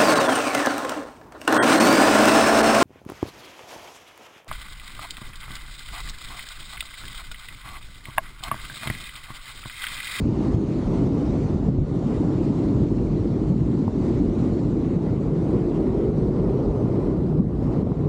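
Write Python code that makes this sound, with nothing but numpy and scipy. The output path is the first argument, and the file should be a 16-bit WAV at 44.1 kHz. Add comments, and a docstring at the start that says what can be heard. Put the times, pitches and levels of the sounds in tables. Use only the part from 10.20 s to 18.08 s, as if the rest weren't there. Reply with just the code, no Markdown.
"""Wind on a gliding microphone

Air streams past a small microphone on a glider. Big swirls of air make a lumpy rumble, tiny ones
a rush and a thin hiss. Swirls peeling off the housing roar at a pitch that follows the airspeed,
and moan in the turn. Single gusts thump the microphone, and the hiss often dips after them."""
import sys
import numpy as np
from scipy import signal
from scipy.io import wavfile
from scipy.ndimage import uniform_filter1d

SR = 44100
rng = np.random.default_rng(int(sys.argv[2]) if len(sys.argv) > 2 else 0)


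def log_audio(samples):
    """Write samples as a 16-bit WAV file to the path given in sys.argv[1]."""
    # one column per channel
    frames = np.atleast_2d(samples).T
    # limit to full scale, then quantise
    limited = np.clip(frames, -1, 1)
    pcm = np.round(limited * 32767).astype(np.int16)
    wavfile.write(sys.argv[1], SR, pcm)


N = 347586


def gain_of(db):
    """Turns decibels into a volume multiplier."""
    return 10 ** (np.asarray(db) / 20)


def evened(x):
    """Scales a signal to an average strength (rms) of 1."""
    return x / np.sqrt(np.mean(x ** 2) + 1e-20)


def tone_at(points, hz):
    """Looks up how strong a tone table is at frequency hz."""
    f, db = np.transpose(points)
    return np.interp(np.log(hz + 0.0012), np.log(f), db)


def curve(rows, t, column):
    """Follows one column of a table through time."""
    table = np.array(rows)
    return np.interp(t, table[:, 0], table[:, column])


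def bumps(rows, t, width_s, column):
    """A smooth rise or fall in dB around each row's time."""
    return sum(row[column] * np.exp(-((t - row[0]) / width_s) ** 2) for row in rows)


def lumps(span_s):
    """A random wobble of strength 1 that changes within span_s."""
    span = round(span_s * SR)
    return evened(uniform_filter1d(uniform_filter1d(rng.standard_normal(N), span), span))


def blur(grid, bands, frames):
    """Smooths a grid across pitch, then across time."""
    return uniform_filter1d(uniform_filter1d(grid, bands, axis=0), frames, axis=1)


def air_noise(tone_db, level_db, patchy_db, flicker_db, size, broad_db=0):
    """Noise shaped by tone_db(hz, s), with random louder patches and an overall flicker."""
    frames = 4 * N // size + 5
    hz = np.fft.rfftfreq(size, 1 / SR)[:, None]
    s = np.arange(frames) * size / 4 / SR
    real, imag, chance = rng.standard_normal((frames, len(hz), 3)).T
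    broad = evened(uniform_filter1d(blur(chance, 9, 24), 16, axis=1))
    patches = evened(blur(chance, 3, 10))
    flicker = evened(uniform_filter1d(rng.standard_normal(frames), 3))
    shape = gain_of(tone_db(hz, s)) * np.ones(frames)
    shape /= np.sqrt((shape ** 2).sum(0))  # the tone moves, the power stays
    wobble = gain_of(patchy_db * patches + broad_db * broad + flicker_db * flicker)
    spectra = (real + 1j * imag) * shape * wobble
    noise = signal.istft(spectra, nperseg=size, noverlap=3 * size // 4)[1][:N]
    return gain_of(level_db) * evened(noise)


# The level ducks, mostly after a loud thump, then creeps back: t/s, rough depth/dB
LEVEL_DIPS = [(.352, 4.5), (.87, 3), (1.49, 3.5), (1.56, 1.5), (1.645, -0.5), (2.27, 1), (2.64, 2.5),
              (3.33, 1.5), (4.52, 1), (4.76, 3.5), (4.93, 1), (5.9, 2), (6.94, 1.5), (7.195, 4), (7.62, 5)]
def dips_db(t):
    """Each listed dip falls fast and creeps back, like a recorder turning itself down."""
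    drop_s, recover_s = 0.013, 0.12
    return -sum(db * np.clip((t - s) / drop_s, 0, 1) * np.exp(-np.maximum(t - s, 0) / recover_s)
                for s, db in LEVEL_DIPS)


# Air passing the housing: t/s, roar level/dB, roar f/Hz, rush level/dB, hiss level/dB
AIRFLOW = [(0, -29.5, 286, -41, -54.5), (.25, -22, 266, -36, -51), (.55, -26, 276, -38, -52),
           (.8, -21.5, 267, -36.5, -51.5), (1.3, -25, 273, -37, -53), (1.65, -28.5, 306, -41, -57.5),
           (1.95, -22, 273, -36.5, -52.5), (2.5, -22.5, 276.5, -37.5, -52.5), (3.0, -25, 288, -40, -55.5),
           (3.6, -23.5, 263.5, -40, -55), (4.0, -21, 273, -39, -54), (4.7, -24.5, 290.5, -39.5, -55.5),
           (5.3, -24.5, 305, -38, -55.5), (5.9, -24, 315, -36.5, -55.5), (6.4, -24, 318, -38.5, -57.5),
           (6.85, -25, 306, -35, -55.5), (7.05, -26, 299, -38.5, -59), (7.25, -25.5, 293, -41, -60.5),
           (7.4, -28, 292, -38, -58), (7.58, -24.5, 305, -36.5, -57), (7.88, -26, 314, -37.5, -58.5)]
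def airflow(t, name):
    """The changing airflow sets the roar's pitch and three layers' levels."""
    return curve(AIRFLOW, t, {"roar_db": 1, "roar_hz": 2, "rush_db": 3, "hiss_db": 4}[name])


# Moments when the rush grows louder: t/s, rise/dB
RUSH_SWELLS = [(.29, 0.5), (.76, 1.5), (.99, 2.5), (1.9, 1.5), (3.27, 1), (3.87, 3.5), (4.24, 4),
               (4.86, 3.5), (5.33, 4), (5.62, 1.5), (6.26, 3.5), (6.41, 4), (6.63, 1), (7.15, 1.5),
               (7.52, 2.5)]
def swells_db(t):
    """Brief swells of the rush, which the hiss partly follows."""
    return bumps(RUSH_SWELLS, t, width_s=0.068, column=1)


# The hiss's tone in level flight and with the wings tilted: f/Hz, relative level/dB
LEVEL_TONE = [(600, -62), (1400, 4.5), (1520, -1), (2050, 0.5), (2400, -2.5), (3050, -4.5), (3300, -6.5),
              (3750, -3), (4100, -5), (4450, -4), (4700, -7.5), (6000, -10), (7000, -11.5), (8600, -16.5),
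              (9600, -20.5), (11700, -38), (13000, -66)]
TILTED_TONE = [(600, -60), (1400, -9), (1520, -3.5), (2050, -1), (2500, -7), (3400, -10), (3800, -11.5),
               (4150, -11), (4450, -13.5), (4750, -12.5), (6000, -18), (8200, -20), (10000, -24),
               (11700, -29.5), (13000, -38)]
# Leaning into the turn: t/s, share of the tilted tone/0-1
TILT = [(0, 0.2), (1, 0.1), (2.5, 0.2), (3.5, .2), (4.5, 0.3), (5.3, 0.6), (6, 0.8), (7, 0.9), (7.88, 0.8)]
# Two broad ringing bands in the hiss: t/s, lower f/Hz, its rise/dB, upper f/Hz, its rise/dB
HISS_BANDS = [(0, 4230, 0, 6500, 1), (.4, 4210, 1, 6600, 1.5), (1, 4120, -1, 7200, 1.5),
              (2, 4070, -0.5, 7360, 3), (2.9, 4240, 2.5, 7400, 2), (3.6, 4090, 1, 7330, 2.5),
              (4.4, 4100, 1, 7300, 3), (5.3, 4100, -0.5, 7260, 0), (5.9, 4310, 1, 5660, 0),
              (6.4, 4200, 1.5, 5700, 2.5), (6.95, 3990, 2, 6460, 0.5), (7.3, 3910, 1.5, 6460, -1),
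              (7.55, 3990, 5.5, 6500, 0.5), (7.88, 3900, 2, 6500, -1.5)]
def hiss(t, dip_db):
    """Tiny swirls make a thin, fluttering hiss whose tone changes as the wings tilt."""
    def tone_db(hz, s):
        tilt = curve(TILT, s, 1)
        db = (1 - tilt) * tone_at(LEVEL_TONE, hz) + tilt * tone_at(TILTED_TONE, hz)
        for column, width_hz in ((1, 270), (3, 600)):
            offset_hz = hz - curve(HISS_BANDS, s, column)
            db += curve(HISS_BANDS, s, column + 1) * np.exp(-(offset_hz / width_hz) ** 2)
        return db
    level_db = airflow(t, "hiss_db") + dip_db + 0.67 * swells_db(t) + 0.5 * lumps(0.013)
    return air_noise(tone_db, level_db, patchy_db=1.4, flicker_db=0.22, size=512, broad_db=0.75)


# The rush's tone: f/Hz, relative level/dB
RUSH_TONE = [(100, -68), (400, -5), (520, -4), (630, -7.5), (750, -10.5), (1000, -14.5), (1200, -18.5),
             (1300, -22.5), (1460, -24.5), (1520, -33), (2500, -54.5), (8000, -120)]
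def rush(t, dip_db):
    """Small swirls make a mid-pitched rush."""
    level_db = airflow(t, "rush_db") + 0.98 * dip_db + swells_db(t)
    return air_noise(lambda hz, s: tone_at(RUSH_TONE, hz), level_db,
                     patchy_db=0.92, flicker_db=0.13, size=1024)


# A hollow moan as the turn tightens: t/s, level/dB, f/Hz
TURN_MOAN = [(5.1, -60, 317), (5.35, -35, 322), (5.55, -20, 347), (5.75, -36, 401), (5.9, -34.5, 417),
             (6.05, -29, 351), (6.25, -31, 387), (6.5, -38, 428), (6.8, -30, 413), (7.05, -52, 380)]
def moan(t):
    """For a while the swirls peel off so regularly that they almost sing a note."""
    def tone_db(hz, s):
        offset_hz = hz - curve(TURN_MOAN, s, 2)
        return np.maximum(-6.1 * (offset_hz / 16) ** 2, -150)
    return air_noise(tone_db, curve(TURN_MOAN, t, 1), patchy_db=1.0, flicker_db=0.3, size=4096)


# The deepest layer's tone: f/Hz, relative level/dB
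HEAVE_TONE = [(12, -74), (25, -31), (33, -20.5), (40, -8), (49, 4.5), (60, -5.5), (76, -6), (120, -32.5),
              (600, -120)]
# Its surges: t/s, rise/dB
SURGES = [(.68, 7), (1.1, 8.5), (1.6, 11), (2.48, 2.5), (2.86, 4.5), (4.02, 6), (5.77, 3), (5.88, 3),
          (6.12, 2), (6.47, 8), (6.68, 3), (7.53, 4)]
def heave(t, dip_db):
    """The slowest air movements make a very deep, surging sound."""
    level_db = -32 + bumps(SURGES, t, width_s=0.041, column=1) + 0.25 * dip_db + 1.2 * lumps(0.11)
    return air_noise(lambda hz, s: tone_at(HEAVE_TONE, hz), level_db,
                     patchy_db=0.41, flicker_db=0.1, size=4096)


# The rumble's tone: f/Hz, relative level/dB
RUMBLE_TONE = [(20, -70), (60, -16.5), (80, -6.5), (97, -1), (140, 2.5), (185, -0.5), (250, -6.5),
               (450, -42.5), (2000, -120)]
# Big swirls arriving (+) or gaps between them (-): t/s, rumble change/dB, roar change/dB
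BIG_SWIRLS = [(.09, 4, 3), (.37, 9, 0.5), (.42, -7, 4.5), (.66, -1, -6), (.85, 5.5, 1.5), (1.05, -4, -2),
              (1.33, 3, 3), (1.41, 4, -4), (1.489, 7, 2), (1.54, 3.5, 3), (1.62, 3, 3), (1.66, -4, -5.5),
              (1.7, -3, -2), (1.81, -6, -2), (1.91, -12, 1), (2.61, 6, -0.5), (3.06, -20, 5.5),
              (3.11, 4.5, -4), (3.31, 2, 2), (3.4, -1, -1.5), (3.715, -11, -5), (4.73, 1.5, 1),
              (4.91, 1.5, 2.5), (5.0, -5, 0), (5.18, 3.5, -5), (5.36, 7.5, 6.5), (5.48, -9, 1.5),
              (5.71, 4, -8), (6.17, 4.5, -1), (6.54, -2, -4.5), (6.65, 6, -2), (6.89, -1, 3.5),
              (7.2, 6, 2.5), (7.62, 2.5, -1.5), (7.75, -7, -5.5)]
SWIRL_S = 0.024
def rumble(t, dip_db):
    """Big swirls of air hit the microphone as a lumpy rumble."""
    level_db = -24.5 + bumps(BIG_SWIRLS, t, SWIRL_S, column=1) + 0.19 * dip_db - 0.5 * lumps(0.13)
    return air_noise(lambda hz, s: tone_at(RUMBLE_TONE, hz), level_db,
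                     patchy_db=0.8, flicker_db=0.13, size=4096)


# The roar's tone: multiple of its pitch, relative level/dB
ROAR_TONE = [(.1, -70), (.4, -19), (.62, -10), (.8, -5), (1.05, -3), (1.25, -5.5), (1.5, -11.5),
             (1.9, -23.5), (4.5, -69), (15, -120)]
def roar(t, dip_db):
    """Swirls peel off the housing; faster air gives a higher roar."""
    swirl_db = bumps(BIG_SWIRLS, t, SWIRL_S, column=2)
    level_db = airflow(t, "roar_db") + swirl_db + 0.64 * dip_db + 0.5 * lumps(0.092)
    return air_noise(lambda hz, s: tone_at(ROAR_TONE, hz / airflow(s, "roar_hz")), level_db,
                     patchy_db=0.92, flicker_db=0.11, size=2048)


# Low thumps of single gusts: t/s, peak level/dB, f/Hz, length/cycles
GUST_THUMPS = [(0.341, -9, 114, 1.4), (0.751, -17, 235, 1.1), (1.341, -8.5, 128, 0.78),
               (1.586, -14, 99, 1.7), (1.618, -17, 51, 0.98), (1.766, -15, 170, 1.2),
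               (1.862, -14.5, 229, 2.1), (3.272, -12, 130, 1.3), (3.304, -9.5, 160, 3.1),
               (3.327, -20, 165, 1.1), (3.41, -9.5, 140, 1.4), (3.6745, -6, 165, 0.69),
               (4.761, -12.5, 171, 2.5), (5.124, -23, 140, 1.5), (5.339, -13.5, 142, 1.4),
               (5.983, -14.5, 218, 2), (7.049, -10.5, 163, 1.6), (7.187, -18, 160, 1.5),
               (7.2, -6, 192, 1.1), (7.264, -10, 133, 0.81), (7.421, -12.5, 265, 0.85),
               (7.583, -9.5, 150, 1.3), (7.626, -9, 215, 1.3), (7.666, -11, 148, 1.1),
               (7.713, -10, 146, 1.3), (7.764, -18, 169, 1.4)]
# Short mid-pitched ticks in the wind noise, with one clear pop at 3.68 s: same columns
NOISE_TICKS = [(.264, -33, 650, 1.5), (1.484, -21, 604, 1.8), (1.585, -25, 545, 1.6),
               (1.825, -27, 550, 1.7), (2.033, -22, 620, 1.3), (3.178, -28, 560, 1.4),
               (3.6794, -18, 795, 1.55), (3.976, -33, 620, 1.5), (5.011, -30, 580, 1.9),
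               (5.605, -27, 615, 1.6), (6.197, -26, 620, 1.5), (7.126, -30, 650, 1.8), (7.243, -28, 600, 2),
               (7.267, -33, 600, 1.5), (7.304, -29, 610, 2), (7.503, -26, 550, 1.6), (7.546, -27, 560, 1.5),
               (7.67, -24, 600, 2.4), (7.718, -25, 760, 0.75)]
def pulses(t, rows, lag_cycles, shift_cycles):
    """Each thump or tick is a very short wave, strongest lag_cycles after its time."""
    out = np.zeros(N)
    for s, db, hz, length in rows:
        cycles = (t - s) * hz - lag_cycles
        envelope = np.exp(-(2 * cycles / length) ** 2)
        out += gain_of(db) * envelope * np.cos(2 * np.pi * (cycles - shift_cycles))
    return out


def scene():
    """Adds up all the air sounds at one microphone."""
    t = np.arange(N) / SR
    dip_db = dips_db(t)
    low_wind = heave(t, dip_db) + rumble(t, dip_db) + roar(t, dip_db) + moan(t)
    high_wind = rush(t, dip_db) + hiss(t, dip_db)
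    thumps = pulses(t, GUST_THUMPS, lag_cycles=0.91, shift_cycles=0.094)
    ticks = pulses(t, NOISE_TICKS, lag_cycles=1.03, shift_cycles=0.092)
    return (low_wind + high_wind + thumps + ticks)[None]


def record(dry):
    """Trims the deepest bass, turns down and rounds off loud peaks, then trims the top treble."""
    low_cut_hz, high_cut_hz = 27, 12760
    limit_db, release_db_per_s, squeeze = -14, 45, 0.3
    cut = signal.sosfilt(signal.butter(3, low_cut_hz, "high", fs=SR, output="sos"), dry)
    level_db = 20 * np.log10(abs(cut[0]) + 1e-9)
    fall_db = np.arange(N) * release_db_per_s / SR
    held_db = np.maximum.accumulate(level_db + fall_db) - fall_db  # catch each peak, let go slowly
    over_db = np.maximum(held_db - limit_db, 0)
    turned_down = cut / gain_of(squeeze * uniform_filter1d(over_db, size=400))
    treble_cut = signal.firwin(511, high_cut_hz, window=("kaiser", 9), fs=SR)
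    return signal.oaconvolve(np.tanh(turned_down), treble_cut[None], "same")


dry = scene()
out = record(dry)
log_audio(out)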